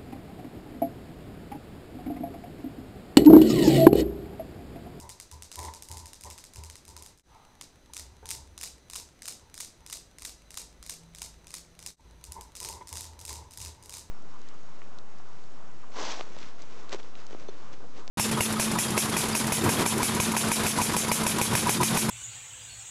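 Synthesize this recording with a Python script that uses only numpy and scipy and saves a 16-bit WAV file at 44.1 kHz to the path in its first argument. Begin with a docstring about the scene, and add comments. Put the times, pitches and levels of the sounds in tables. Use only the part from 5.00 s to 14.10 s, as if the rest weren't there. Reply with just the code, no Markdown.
"""A Newton's cradle on a wooden desk, heard from just above. First the steel balls clack out of step, as their
shifting load makes the base rumble and the frame creak. Fingers gather them up, then let go, and the balls
collide in fading volleys, three a second; after seven seconds a new, faster-fading run of volleys begins.
Twice, near 2.2 and 7 seconds, the whole sound briefly fades out and back in. Throughout, a nearby surface and
the small room answer each click, over hiss and a faint whine, joined by faint ticks and a drone."""
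import sys
import numpy as np
from scipy import signal
from scipy.fft import rfft, irfft, next_fast_len
from scipy.io import wavfile
from scipy.ndimage import uniform_filter1d

SR = 44100
rng = np.random.default_rng(int(sys.argv[2]) if len(sys.argv) > 2 else 0)


def wrap_up_sound(samples):
    """Save the sound to the file named by the first command line argument, as 16-bit audio."""
    columns = np.atleast_2d(samples).T
    # keep every value between -1 and 1, then stretch to whole-number steps
    tamed = np.clip(columns, -1, 1)
    steps = np.round(tamed * 32767).astype(np.int16)
    wavfile.write(sys.argv[1], SR, steps)


N = 401310

# spectrum of a steel-on-steel contact: (frequency [Hz], relative level [dB])
CLICK_SPECTRUM = [(200, -41.5), (500, -15), (1000, 4.5), (1600, 0.5), (2150, 5), (2850, 4.5), (3200, 1.5),
                  (3800, 5.5), (4500, 1.5), (4950, 5), (5420, 3.5), (6600, 5.5), (8200, 2.5), (8950, 6.5),
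                  (10100, -1), (11000, 0.5), (15000, -14)]
# lone contacts, out of step or in the hands:
# (time [s], relative level [dB], brightness [dB/octave], room share [dB])
SINGLE_CONTACTS = [ (0, -44.5, 4.5, 3), (.0925, -40.5, 3.5, 2), (.0991, -44, 0.5, 0.5), (.2, -39, 2, 0),
                   (.3141, -44.5, 2.5, 3), (.4227, -40, 2, 1.5), (.5159, -40.5, 0, 3.5),
                   (.557, -37.5, 4, -2.5), (.5906, -36, 3, 0.5), (.6298, -42, 3, 5.5),
                   (.6495, -40.5, .5, 1.5), (.7374, -42, 2, 4), (.8231, -39.5, 4.5, -.5),
                   (.8869, -43, 4.5, 0), (.9144, -38.5, 3, 2), (.9708, -40.5, 3, 4), (1.0573, -44, 2, 4.5),
                   (1.1325, -42, 1.5, 0.5), (1.2096, -45, 4, 0), (1.2364, -42, 3, 4),
                   (1.3014, -41.5, 4, 2.5), (1.309, -45, -0.5, 0), (1.3784, -45.5, 1, 3),
                   (1.3844, -45, 0.5, -2), (1.4398, -43.5, 2, 1), (1.5359, -48, 3, 2),
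                   (1.5589, -44, 1, 3.5), (1.6365, -42.5, 2.5, 2.5), (1.6991, -42, 0.5, -0.5),
                   (1.7554, -44, 1, 0.5), (1.852, -50, 2.5, -2), (1.8795, -47.5, 2.5, 5.5),
                   (1.9655, -42, 0.5, 1), (2.0237, -43, 4.5, 0), (2.0617, -44, 2.5, 0), (2.1754, -54, 4, 6),
                   (2.1963, -49, 0.5, -4), (2.6118, -37.5, 0, -2), (2.9351, -39, 3, 1.5),
                   (2.9667, -35, 1, 2), (2.9957, -39.5, 3, -0.5), (3.3053, -30, 4.5, -1),
                   (7.2402, -41, 3, -.5), (7.3207, -36.5, 5.5, -4), (7.4101, -41.5, 3.5, -2),
                   (8.6603, -43, -0.5, 6), (8.983, -42, 2.5, 2.5)]
# contacts that recur in free swing: (first time [s], period [s], shortening [s/swing], swings [count],
# relative level [dB], loss [dB/swing], brightness [dB/octave], room share [dB])
SWING_CONTACTS = [ (3.2568, .3213, 0, 12, -40, 0.48, 1, 0.5),
                  (3.2898, .3222, .00006, 12, -35.5, 0.9, 1.5, 1.5),
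                  (3.312, .324, .00011, 12, -32, 0.46, 1.7, 0),
                  (3.3496, .3252, .00019, 12, -41.5, 0.35, 3, .5),
                  (3.6312, .3242, .00011, 11, -36, -0.06, 2, 2),
                  (7.5528, .3202, .0005, 5, -42.5, 2, 2.5, 5.5), (7.568, .3226, 0, 5, -42, 1.5, 4.5, -1.5),
                  (7.6021, .3264, .0008, 5, -34.5, 1.4, 4, 1),
                  (7.629, .3268, .00076, 5, -38.5, 1.3, 1.5, 6.5), (7.6481, .3227, 0, 5, -35, 0.8, 2, 2.5),
                  (7.6876, .3205, 0, 5, -34.5, 1.5, 4, 1), (7.727, .317, 0.0013, 3, -43, 0.1, 1.5, 4)]
# high modes of the steel frame: (frequency [Hz], relative level [dB], 60 dB decay time [s])
STEEL_MODES = [(4868, -24, .25), (4910, -20, .25), (4965, -21, .3), (5195, -19, .15), (5275, -20, .2),
               (5942, -21, .25), (6116, -21, .25), (6498, -25, .25), (8880, -21, .04), (8965, -21, .1),
               (9110, -21, .05)]
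# early reflections: (delay [s], relative level [dB], spread [s])
REFLECTIONS = [(.0042, -14, .002), (.0105, -6, .0022), (.0185, -15, .0012), (.0216, -11, .0018),
               (.027, -12, .005)]
# colour of the reflections and of the reverberation: (frequency [Hz], gain [dB])
WALL_GAIN = [(500, -3), (2800, -7), (4200, 1.5), (5200, 3), (8000, 4.5), (11000, -2.5), (15000, -1)]
ROOM_GAIN = [(300, 29), (1000, -10), (2700, -9), (4200, -3.5), (6000, -5.5), (8200, -5), (9200, -10),
             (15000, -3.5)]
# reverberation time: (frequency [Hz], 60 dB decay time [s])
ROOM_DECAY = [(300, 0.48), (2000, 0.22), (5000, 0.33), (9000, 0.29), (15000, 0.16)]
# lurches under hands and uneven swings: (time [s], hold [s], relative rumble [dB], relative creak [dB])
STAND_LURCHES = [ (0, .03, -46, -49), (0.308, .02, -43, -55), (0.564, 0.093, -42, -43),
                 (0.889, 0.036, -41.5, -49.5), (0.978, 0.045, -49, -55.5), (1.234, .01, -43.5, -48),
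                 (1.552, 0.068, -41, -55.5), (1.865, 0.13, -52, -58.5), (2.95, 0.18, -55.5, -67.5),
                 (3.224, 0.14, -46.5, -57.5), (3.482, .02, -52, -77), (6.22, 0.027, -57.5, -62),
                 (6.83, 0.035, -55, -74), (6.986, 0.19, -59.5, -69), (7.266, 0.053, -48, -59),
                 (7.343, 0.023, -58, -48.5), (7.599, .15, -49.5, -49), (7.9, 0.033, -43.5, -51),
                 (8.001, 0.24, -49.5, -59.5), (8.278, 0.12, -44, -52), (8.566, 0.096, -44, -56.5),
                 (8.76, .24, -55, -61)]
# regular sway in free swing:
# (first time [s], period [s], hold [s], relative rumble [dB], relative creak [dB], loss [dB/sway])
STAND_SWAY = (4, 0.4, 0, -55.5, -61, .65)
# the base rocking on the desk: (frequency [Hz], relative level [dB])
BASE_SPECTRUM = [(20, -53), (50, -43), (66, -7), (81, 2), (96, -26), (113, -14), (140, -17), (300, -25),
                 (600, -35), (1500, -97)]
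# low resonances of the frame: (frequency [Hz], bandwidth [Hz], gain [dB])
FRAME_MODES = [(190, 21, -10), (398, 117, -8), (582, 32, -11), (930, 254, -6), (899, 30, -1.5),
               (993, 25, -3), (2090, 330, -12.5), (3320, 230, -20)]
# slips in the frame: (time [s], peak level [dB], length [s], gain of the side resonances [dB])
FRAME_SLIPS = [(.586, -43.5, 0.017, -12), (0.625, -45, 0.025, -3), (0.682, -37, 0.0093, -6),
               (1.268, -44.5, .016, -12), (2.355, -53, .013, -9), (2.894, -55.5, 0.013, -20),
               (6.994, -53, .015, -8), (7.362, -41, 0.021, -31), (7.385, -43.5, .012, -20),
               (7.696, -44.5, 0.012, -12), (7.808, -42, 0.022, -11), (7.927, -45.5, 0.013, -6),
               (8.299, -45, 0.022, -7)]
# skin sliding on steel, and a finger knocking the frame: (frequency [Hz], relative level [dB])
SLIDE_SPECTRUM = [(300, -20), (600, -5), (900, 10.5), (1080, 0), (1250, 4), (1600, -13), (4000, -15),
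                  (12000, -32)]
KNOCK_SPECTRUM = [(150, -23), (450, 3), (650, -7), (920, -2), (1200, -19), (1600, -6), (2000, -22),
                  (5000, -42)]
# runs of electronic ticks: (start [s], end [s])
TICK_RUNS = [(2.348, 6.9), (7.0075, 9.05)]
# partials of the electronic whine: (frequency [Hz], level [dB])
WHINE_PARTIALS = [(1997, -84), (4000, -79), (5001, -87), (5999, -79), (8000, -91)]
# distant drone: (time [s], pitch [Hz], fundamental level [dB], third harmonic level [dB])
DRONE_PATH = [(2.6, 64, -85, -90), (3.1, 66, -55, -93), (3.7, 63.7, -60.5, -92), (4.4, 50, -73, -92),
              (5.1, 51.6, -64.5, -74.5), (5.8, 52.2, -55.5, -72.5), (6.05, 55.3, -64.5, -55),
              (6.35, 54.9, -58, -68.5), (6.8, 55, -70, -65.5), (7.1, 56, -57, -72), (9.1, 58, -74, -80)]
# room rumble and hiss: (frequency [Hz], relative level [dB])
FLOOR_SPECTRUM = [(20, -5), (65, -4.5), (125, -9.5), (300, -13), (600, -17.5), (950, -22), (1500, -23),
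                  (3200, -28), (4100, -26.5), (5400, -34.5), (6050, -23.5), (7200, -36.5), (9000, -34),
                  (15000, -45)]
# brief dips in level: (time [s], fall [s], recovery [s])
LEVEL_DIPS = [(2.228, 0.1, 0.078), (6.963, 0.092, 0.097)]

CRACK_S, BURST_SIZE = .0019, 1024  # a click's decay time; samples in a burst
BURST_HZ = np.fft.rfftfreq(BURST_SIZE, 1 / SR)
OCTAVES = np.log2(np.clip(BURST_HZ, 1500, 12000) / 6000)  # brightness pivots about 6 kHz


def balls(gain_db=22, room_db=-1):
    """Elastic impact: each contact radiates a crack, followed by frame ring, echoes and reverberation."""
    out = np.zeros(N)
    tails = room_tails()
    rings = [steel_ring() for _ in range(11)]
    for k, (s, db, brightness, share_db) in enumerate(contacts()):
        direct = amp(db + gain_db)
        sent = direct * amp(share_db)  # a pair of balls radiates unevenly, and hands shade it
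        colour = along(CLICK_SPECTRUM, BURST_HZ) + brightness * OCTAVES  # shorter contacts are brighter
        reflected = colour + along(WALL_GAIN, BURST_HZ)
        add(out, s, direct * burst(colour, CRACK_S))
        add(out, s, sent * rings[k % len(rings)])
        for delay, echo_db, spread in REFLECTIONS:
            add(out, s + delay, sent * amp(echo_db) * burst(reflected, spread))
        # the room gathers sound from all directions, so its colour is smooth
        pulse = unit_energy(np.fft.fftshift(irfft(amp(colour)))[384:640])
        add(out, s, sent * amp(room_db) * signal.oaconvolve(pulse, tails[k % len(tails)]))
    return out


def contacts(scatter_db=-0.5, scatter_db_per_octave=0.48):
    """Pendulum motion: contacts recur, the period shortening as the swing dies; lone ones join them."""
    rows = list(SINGLE_CONTACTS)
    for first, period, shortening, swings, db, loss_db, brightness, share_db in SWING_CONTACTS:
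        for k, (force, edge) in enumerate(rng.standard_normal((round(swings), 2))):
            s = first + k * (period - k * shortening)
            level_db = db - k * loss_db + scatter_db * force
            rows.append((s, level_db, brightness + scatter_db_per_octave * edge, share_db))
    return rows


def burst(colour_db, decay_s):
    """Scattering smears an impulse in time but keeps its broad colour; the result has energy 1."""
    t = np.arange(BURST_SIZE) / SR
    cepstrum = irfft(np.log(amp(colour_db)))
    cepstrum[1:BURST_SIZE // 2] *= 2  # folding gives a causal, minimum-phase response
    cepstrum[BURST_SIZE // 2 + 1:] = 0
    attack = 1 - np.exp(-t / .00015)
    envelope = attack * (np.exp(-(t / decay_s) ** 2) + .11 * np.exp(-t / .009))
    scatter = rfft(rng.standard_normal(BURST_SIZE) * envelope)
    scatter /= np.sqrt(uniform_filter1d(np.abs(scatter) ** 2, size=60))
    return unit_energy(irfft(scatter * np.exp(rfft(cepstrum))))


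def steel_ring():
    """Free vibration: the frame's high modes decay exponentially, each from a random strength."""
    t = np.arange(SR // 3) / SR
    ring = np.zeros(len(t))
    for hz, db, t60 in STEEL_MODES:
        mode = np.sin(2 * np.pi * (hz * t + rng.random())) * amp(-60 * t / t60)
        ring += amp(db + 2 * rng.standard_normal()) * unit_energy(mode)
    return ring


def room_tails(fresh=0.57):
    """Partial coherence: the balls meet at slightly different places, so only part of a tail repeats."""
    shared = diffuse_tail()
    tails = [(shared + fresh * diffuse_tail()) / np.hypot(1, fresh) for _ in range(12)]
    return [filtered(tail, lambda hz: amp(along(ROOM_GAIN, hz))) for tail in tails]


def diffuse_tail(onset_s=0.011, build_s=0.015):
    """Reverberation: a diffuse field builds up, then decays at a rate that depends on frequency."""
    hz, t, spectra = signal.stft(rng.standard_normal(SR // 2), SR, nperseg=256)
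    decay = amp(-60 * t / along(ROOM_DECAY, hz)[:, None])
    tail = signal.istft(spectra * decay, SR, nperseg=256)[1]
    tail *= np.clip((np.arange(len(tail)) / SR - onset_s) / build_s, 0, 1)
    return unit_energy(tail)


def stand(creak_db=-1, soft_hz=1700, low_hz=55, high_hz=130):
    """Forced vibration: the swinging load rocks the base and rubs the frame into its resonances."""
    rumble_gain, creak_gain = strain()
    rub = filtered(rng.standard_normal(N),
                   lambda hz: frame_response(hz, side_db=-1.5) / (1 + (hz / soft_hz) ** 4))
    rumble = rumble_gain * steadied(noise(BASE_SPECTRUM, N), span_s=0.094)
    # the desk passes only a narrow low band, however sudden the push
    desk = lambda hz: (hz / low_hz) ** 4 / (1 + (hz / low_hz) ** 4) / (1 + (hz / high_hz) ** 8)
    return filtered(rumble, desk) + creak_gain * amp(creak_db) * steadied(unit_rms(rub), span_s=0.066)


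def strain(attack_s=0.023, rumble_release_s=0.061, creak_release_s=0.066):
    """Incoherent addition: lurches and sways rise, hold and die away, and their powers sum."""
    first, period, hold, rumble_db, creak_db, loss_db = STAND_SWAY
    sways = [(first + k * period, hold, rumble_db - k * loss_db, creak_db - k * loss_db)
             for k in range(11)]
    rumble_power, creak_power = np.zeros(N), np.zeros(N)
    t = np.arange(SR) / SR
    rise = np.clip(t / attack_s, 0, 1)
    for s, hold, rumble_db, creak_db in STAND_LURCHES + sways:
        released = np.maximum(t - attack_s - hold, 0)
        add(rumble_power, s, (amp(rumble_db) * rise * np.exp(-released / rumble_release_s)) ** 2)
        add(creak_power, s, (amp(creak_db) * rise * np.exp(-released / creak_release_s)) ** 2)
    return np.sqrt(rumble_power), np.sqrt(creak_power)


def creaks():
    """Stick-slip friction: each sudden slip drives a short rasp through the frame's resonances."""
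    out, t = np.zeros(N), np.arange(SR // 5) / SR
    for s, db, length, side_db in FRAME_SLIPS:
        age = 3 * t / length
        envelope = age * np.exp(1 - age)
        rasp = filtered(rng.standard_normal(len(t)), lambda hz: frame_response(hz, side_db))
        add(out, s, amp(db) * envelope * steadied(unit_rms(rasp), span_s=0.014))
    return out


def frame_response(hz, side_db):
    """Modal superposition: resonance peaks add; a sharper slip excites more beside the main ring."""
    gain = 0
    for centre, width, db in FRAME_MODES:
        main_ring = 750 < centre < 1200 and width < 100
        gain += amp(db if main_ring else db + side_db) / (1 + (2 * (hz - centre) / width) ** 2)
    return gain


def finger_slide(start_s=2.26, peak_s=2.345, end_s=2.68, level_db=-59):
    """Sliding friction: skin on steel makes a swell of noise as fingers gather the balls."""
    stroke = np.interp(np.arange(N) / SR, [start_s, peak_s, end_s], [0, 1, 0])
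    return amp(level_db) * stroke * steadied(noise(SLIDE_SPECTRUM, N), span_s=0.026)


def finger_knock(s=3.228, level_db=-49, decay_s=0.02):
    """Damped impact: a finger knocks the frame as it lets go."""
    out, t = np.zeros(N), np.arange(SR // 8) / SR
    thud = steadied(noise(KNOCK_SPECTRUM, len(t)), span_s=.01)
    add(out, s, amp(level_db) * np.exp(-t / decay_s) * thud)
    return out


def ticks(period_s=.1024, energy_db=-36.5, db_per_octave=-2):
    """A periodic pulse train: faint electronic ticks, slow enough to be heard one by one."""
    out = np.zeros(N)
    colour = along(CLICK_SPECTRUM, BURST_HZ) + db_per_octave * OCTAVES
    for start, end in TICK_RUNS:
        for s in np.arange(start, end, period_s):
            add(out, s, amp(energy_db + rng.standard_normal()) * burst(colour, CRACK_S))
    return out


def background(floor_db=-59):
    """Superposition: a thin electronic whine and a distant drone lie over room rumble and hiss."""
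    t = np.arange(N) / SR
    whine = sum(amp(db) * flutter() * np.sin(2 * np.pi * hz * t) for hz, db in WHINE_PARTIALS)
    times, *columns = np.transpose(DRONE_PATH)
    pitch, fundamental_db, third_db = [np.interp(t, times, column) for column in columns]
    phase = 2 * np.pi * np.cumsum(pitch) / SR
    drone = amp(fundamental_db) * flutter() * np.sin(phase) + amp(third_db) * np.sin(3 * phase)
    return amp(floor_db) * noise(FLOOR_SPECTRUM, N) + np.sqrt(2) * (whine + drone)


def flutter(depth=0.52, corner_hz=25):
    """Amplitude modulation: a gain that wavers randomly about 1."""
    waver = filtered(rng.standard_normal(N), lambda hz: 1 / (1 + (hz / corner_hz) ** 2))
    return 1 + depth * unit_rms(waver)


def amp(db):
    """Decibels to gain."""
    return 10 ** (np.asarray(db) / 20)


def unit_rms(x):
    """x at mean power 1."""
    return x / np.sqrt(np.mean(x ** 2) + 1e-20)


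def unit_energy(x):
    """x at total energy 1."""
    return x / np.linalg.norm(x)


def along(points, hz):
    """Interpolation of (frequency [Hz], value) points on a log axis."""
    frequencies, values = np.transpose(points)
    return np.interp(np.log(hz + 1), np.log(frequencies + 1), values)


def filtered(x, response):
    """Linear filtering: the spectrum of x times a frequency response."""
    size = next_fast_len(len(x) + 4096)
    return irfft(rfft(x, size) * response(np.fft.rfftfreq(size, 1 / SR)), size)[:len(x)]


def noise(spectrum, size):
    """Spectral shaping: coloured noise of rms 1."""
    return unit_rms(filtered(rng.standard_normal(size), lambda hz: amp(along(spectrum, hz))))


def steadied(x, span_s):
    """Division by the running rms evens out swells slower than span_s."""
    power = uniform_filter1d(x * x, max(int(span_s * SR), 2))
    return x / np.sqrt(np.abs(power) + 1e-9)


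def add(track, s, x):
    """Superpose x on the track at time s."""
    i = int(np.clip(round(s * SR), 0, N - 1))
    track[i:i + len(x)] += x[:N - i]


def scene():
    """Sound pressures add: the cradle, the hands and the room, in mono."""
    return (balls() + stand() + creaks() + finger_slide() + finger_knock() + ticks() + background())[None]


def record(dry, dip_curve=0.97, top_hz=15600):
    """Attenuation: the level twice dips briefly to nothing, and a steep low-pass limits the band."""
    t = np.arange(N) / SR
    gain = np.ones(N)
    for s, fall, recovery in LEVEL_DIPS:
        gain *= np.clip(np.maximum((s - t) / fall, (t - s) / recovery), 0, 1) ** dip_curve
    return filtered(dry[0] * gain, lambda hz: 1 / (1 + (hz / top_hz) ** 80))[None]


dry = scene()
out = record(dry)
wrap_up_sound(out)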